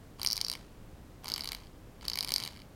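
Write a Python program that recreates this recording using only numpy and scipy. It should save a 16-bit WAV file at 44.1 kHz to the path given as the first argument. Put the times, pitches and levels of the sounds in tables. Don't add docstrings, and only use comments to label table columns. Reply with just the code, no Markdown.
import sys
import numpy as np
from scipy import signal
from scipy.fft import rfft, irfft, next_fast_len
from scipy.io import wavfile

SR = 44100
rng = np.random.default_rng(int(sys.argv[2]) if len(sys.argv) > 2 else 0)


def master(y):
    cut = np.clip(np.atleast_2d(y).T, -1, 1)
    pcm = np.round(cut * 32767)
    wavfile.write(sys.argv[1], SR, pcm.astype(np.int16))


N = 121275

# frequency in Hz, relative density in dB.
RUMBLE_SPECTRUM = [(12, -25), (20, -0.5), (101, -5), (146, -7.5), (182, -9), (293, -13), (485, -17),
                   (607, -19.5), (2260, -32), (8180, -40), (16000, -42.5)]
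# switch-on in seconds, switch-off in seconds, whirr level in dB.
MOTOR_RUNS = [(0.178, 0.546, -56.5), (1.227, 1.54, -54.5), (2.01, 2.478, -53.5)]
# frequency in Hz, relative density in dB.
WHIRR_SPECTRUM = [(200, -16), (1000, 3.5), (1550, -2.5), (2250, -2.5), (3400, -2.5), (4400, -5.5),
                  (7000, -8.5), (15000, -26)]
# start in seconds, ring level in dB,
# ring tilt in dB per octave, knock level in dB, click level in dB.
HOPS = [(0.1965, -45.0, -28.0, -42.0, -45.0), (0.2161, -27.0, -10.0, -40.0, -35.0),
        (0.2312, -27.0, -4.0, -38.0, -29.0), (0.248, -32.0, -8.0, -28.0, -27.0),
        (0.2627, -19.0, 11.0, -34.0, -26.0), (0.2722, -17.0, 30.0, -43.0, -29.0),
        (0.2864, -27.0, 10.0, -52.0, -38.0), (0.3024, -23.0, 14.0, -43.0, -39.0),
        (0.3116, -24.0, 19.0, -43.0, -35.0), (0.3213, -22.0, 24.0, -46.0, -34.0),
        (0.3301, -20.0, 30.0, -45.0, -28.0), (0.3581, -33.0, -5.0, -46.0, -37.0),
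        (0.3672, -28.0, 3.0, -51.0, -32.0), (0.3776, -26.0, -1.0, -39.0, -33.0),
        (0.4134, -20.0, 7.0, -38.0, -27.0), (0.4476, -22.0, 26.0, -47.0, -36.0),
        (0.4659, -30.0, -5.0, -51.0, -44.0), (0.4836, -26.0, 6.0, -46.0, -34.0),
        (0.4989, -24.0, 3.0, -45.0, -30.0), (0.5156, -28.0, -12.0, -42.0, -32.0),
        (0.5278, -30.0, -18.0, -42.0, -41.0), (0.5364, -38.0, 5.0, -39.0, -38.0),
        (0.5523, -44.0, 2.0, -35.0, -42.0), (1.2442, -49.0, -28.0, -43.0, -40.0),
        (1.2576, -35.0, 16.0, -40.0, -43.0), (1.2707, -38.0, -28.0, -46.0, -46.0),
        (1.2813, -30.0, 7.0, -38.0, -36.0), (1.2872, -35.0, 2.0, -46.0, -35.0),
        (1.3003, -32.0, 14.0, -42.0, -36.0), (1.3186, -24.0, 6.0, -40.0, -35.0),
        (1.3388, -20.0, 22.0, -43.0, -33.0), (1.3612, -29.0, 7.0, -35.0, -37.0),
        (1.3796, -34.0, -28.0, -34.0, -35.0), (1.394, -41.0, -28.0, -39.0, -41.0),
        (1.408, -26.0, 11.0, -42.0, -39.0), (1.4207, -36.0, -8.0, -47.0, -50.0),
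        (1.4367, -33.0, -5.0, -42.0, -43.0), (1.4441, -33.0, -24.0, -39.0, -35.0),
        (1.4565, -33.0, -26.0, -38.0, -38.0), (1.4747, -29.0, -19.0, -43.0, -35.0),
        (1.4892, -30.0, -6.0, -40.0, -36.0), (1.5192, -30.0, -21.0, -33.0, -33.0),
        (1.5311, -38.0, -1.0, -37.0, -39.0), (1.5486, -33.0, -25.0, -38.0, -37.0),
        (2.0525, -35.0, -5.0, -45.0, -43.0), (2.082, -20.0, 9.0, -38.0, -28.0),
        (2.0992, -25.0, 1.0, -43.0, -32.0), (2.1166, -33.0, 14.0, -38.0, -48.0),
        (2.1338, -25.0, 17.0, -44.0, -42.0), (2.1405, -34.0, 1.0, -46.0, -45.0),
        (2.1563, -29.0, 11.0, -34.0, -34.0), (2.1743, -30.0, -4.0, -32.0, -34.0),
        (2.1877, -22.0, 15.0, -30.0, -28.0), (2.2078, -21.0, -3.0, -43.0, -31.0),
        (2.2275, -30.0, 0.0, -37.0, -35.0), (2.2337, -34.0, -4.0, -40.0, -37.0),
        (2.2471, -28.0, 0.0, -35.0, -31.0), (2.2754, -33.0, 15.0, -40.0, -40.0),
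        (2.285, -30.0, -1.0, -45.0, -39.0), (2.2915, -31.0, 19.0, -35.0, -33.0),
        (2.3057, -30.0, -20.0, -38.0, -37.0), (2.3199, -25.0, -11.0, -30.0, -26.0),
        (2.3392, -18.0, 12.0, -37.0, -24.0), (2.3613, -17.0, 12.0, -31.0, -26.0),
        (2.3817, -27.0, -2.0, -41.0, -35.0), (2.401, -32.0, 3.0, -36.0, -37.0),
        (2.4067, -36.0, -10.0, -43.0, -43.0), (2.42, -42.0, 0.0, -38.0, -48.0),
        (2.426, -33.0, -28.0, -39.0, -40.0), (2.4372, -27.0, -7.0, -38.0, -35.0),
        (2.4505, -32.0, -19.0, -46.0, -35.0), (2.4615, -39.0, -2.0, -36.0, -41.0),
        (2.476, -31.0, -28.0, -38.0, -38.0)]
# frequency in Hz in the first run, frequency in Hz once the stand
# has walked on, relative level in dB, time to decay by 60 dB (T60) in seconds.
FOOT_MODES = [(4040, 4000, -6.5, .011), (4665, 4582, -1, .0108), (5410, 5200, -3.3, .0072),
              (6400, 6250, -17, .0035)]
# frequency in Hz, relative level in dB, T60 in seconds.
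HOUSING_MODES = [(2253, 0.5, 0.0091), (3043, 1.4, 0.0091)]
# frequency in Hz, relative density in dB.
CLICK_SPECTRUM = [(1500, -11.5), (4200, -5), (5800, 2.5), (6400, 4), (7700, -5.5), (9400, 7), (10900, -4),
                  (12500, 2.5), (14000, -2), (16000, -13.5)]
# frequency in Hz, relative level in dB, T60 in seconds.
STAND_MODES = [(350, -7.5, 0.0062), (1005, 1, 0.0064)]
# frequency in Hz, T60 in seconds.
ROOM_DECAY = [(4500, 0.33), (13000, 0.25)]
# start in seconds, end in seconds, mean ring level in dB.
ROCKING_SPELLS = [(0.388, .408, -40), (1.56, 1.682, -55), (2.011, 2.07, -49.5), (2.487, 2.63, -49)]


def amp(db):
    return 10 ** (np.asarray(db) / 20)


def unit(x):
    return x / np.sqrt(np.mean(x ** 2) + 1e-20)


def along(points, hz):
    frequencies, values = np.transpose(points)
    return np.interp(np.log(hz + 1), np.log(frequencies + 1), values)


def fade(t, t60):
    return np.exp(-np.log(1000) * t / t60)


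def filtered(x, response):
    size = next_fast_len(N + SR // 2)
    return irfft(rfft(x, size) * response(np.fft.rfftfreq(size, 1 / SR)), size)[:N]


def noise(spectrum):
    return unit(filtered(rng.standard_normal(N), lambda hz: amp(along(spectrum, hz))))


def coloured(x, spectrum, size=4096):
    cepstrum = irfft(np.log(amp(along(spectrum, np.fft.rfftfreq(size, 1 / SR)))))
    cepstrum[1:size // 2] *= 2
    cepstrum[size // 2 + 1:] = 0
    return irfft(rfft(x, size) * np.exp(rfft(cepstrum)))[:len(x)]


def at_level(x, db, window_s=.001):
    return amp(db) * x * np.sqrt(window_s * SR / np.sum(x ** 2))


def add(track, start_s, x):
    part = track[round(start_s * SR):][:len(x)]
    part += x[:len(part)]


def room_rumble(rumble_db=-51.5, hum_db=-72, hum_hz=304.7, hum_width_hz=4.7):
    hum = filtered(rng.standard_normal(N), lambda hz: np.exp(-((hz - hum_hz) / hum_width_hz) ** 2))
    return amp(rumble_db) * noise(RUMBLE_SPECTRUM) + amp(hum_db) * unit(hum)


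def motor_whirr(turn_hz=54.36, swing_db=9, spin_up_s=.018, coast_db_per_s=110):
    t = np.arange(N) / SR
    envelope = np.zeros(N)
    for on, off, db in MOTOR_RUNS:
        spin_up = np.clip((t - on) / spin_up_s, 0, 1)
        envelope += spin_up * amp(db - coast_db_per_s * np.maximum(t - off, 0))
    pulsing = amp(swing_db * np.sin(2 * np.pi * turn_hz * t))
    return envelope * unit(noise(WHIRR_SPECTRUM) * pulsing)


def foot_ring(t, start_s, tilt_db, walked_s=1.0, detune=.007, attack_s=.0002, in_phase_s=.00068):
    first_hz, later_hz, db, t60 = np.transpose(FOOT_MODES)[:, :, None]
    hz = (first_hz if start_s < walked_s else later_hz) * (1 + detune * rng.standard_normal(db.shape))
    db = db + tilt_db * np.log2(hz / hz[1])
    phase = 2 * np.pi * (hz * (t - in_phase_s) + rng.random())
    modes = amp(db) * fade(t, t60) * np.sin(phase)
    return modes.sum(0) * (1 - np.exp(-(t / attack_s) ** 2))


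def struck_body(t, mode_table, detune=.02, scatter_db=2.5, attack_s=.00025):
    hz, db, t60 = np.transpose(mode_table)[:, :, None]
    hz = hz * (1 + detune * rng.standard_normal(hz.shape))
    db = db + scatter_db * rng.standard_normal(db.shape)
    modes = amp(db) * fade(t, t60) * np.sin(2 * np.pi * hz * t)
    return modes.sum(0) * (1 - np.exp(-t / attack_s))


def contact_click(t, rise_s=.0001, crack_t60_s=.0018, sizzle_t60_s=.011, sizzle_db=-13):
    decay = fade(t, crack_t60_s) + amp(sizzle_db) * fade(t, sizzle_t60_s)
    envelope = (1 - np.exp(-t / rise_s)) * decay
    tilt = 1.5 * rng.standard_normal()
    top_hz = CLICK_SPECTRUM[-1][0]
    spectrum = [(hz, db + tilt * np.log2(hz / top_hz)) for hz, db in CLICK_SPECTRUM]
    return coloured(envelope * rng.standard_normal(len(t)), spectrum)


def stand_thud(t, start_s, knock_db, offset_db=-24.5, knock_share=.5, heavy_db=8, settle_s=.07):
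    running_s = min((start_s - on for on, _, _ in MOTOR_RUNS if start_s >= on), default=0)
    db = offset_db + knock_share * knock_db + heavy_db * np.exp(-running_s / settle_s)
    return at_level(struck_body(t, STAND_MODES), db)


def room_tail():
    hz, t, spectra = signal.stft(rng.standard_normal(SR // 4), SR, nperseg=256)
    _, tail = signal.istft(spectra * fade(t, along(ROOM_DECAY, hz)[:, None]), SR, nperseg=256)
    return tail / np.linalg.norm(tail)


def chatter(taps, thuds, tap_s=.03, room_db=-16, room_delay_s=.005):
    track = np.zeros(N)
    t = np.arange(int(tap_s * SR)) / SR
    for start_s, ring_db, tilt_db, knock_db, click_db in taps:
        tap = at_level(foot_ring(t, start_s, tilt_db), ring_db)
        tap += at_level(struck_body(t, HOUSING_MODES), knock_db)
        tap += at_level(contact_click(t), click_db)
        if thuds:
            tap += stand_thud(t, start_s, knock_db)
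        add(track, start_s, tap)
        add(track, start_s + room_delay_s, amp(room_db) * signal.fftconvolve(tap, room_tail()))
    return track


def rocking_taps(count=10, mean_gap_s=.018, scatter_db=1.5, knock_offset_db=-1.5, click_offset_db=-8.5):
    taps = []
    for start_s, end_s, ring_db in ROCKING_SPELLS:
        gaps = mean_gap_s * (.5 + rng.random(count))
        times = start_s + np.cumsum(gaps) - gaps[0]
        levels = ring_db + scatter_db * rng.standard_normal(count)
        taps += [(time_s, db, 0, db + knock_offset_db, db + click_offset_db)
                 for time_s, db in zip(times, levels) if time_s < end_s]
    return taps


def scene():
    pressure = room_rumble() + motor_whirr()
    pressure += chatter(HOPS, thuds=True)
    pressure += chatter(rocking_taps(), thuds=False)
    return pressure[None]


def record(dry):
    cutoff_hz = 16400
    return np.array([filtered(channel, lambda hz: hz < cutoff_hz) for channel in dry])


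dry = scene()
out = record(dry)
master(out)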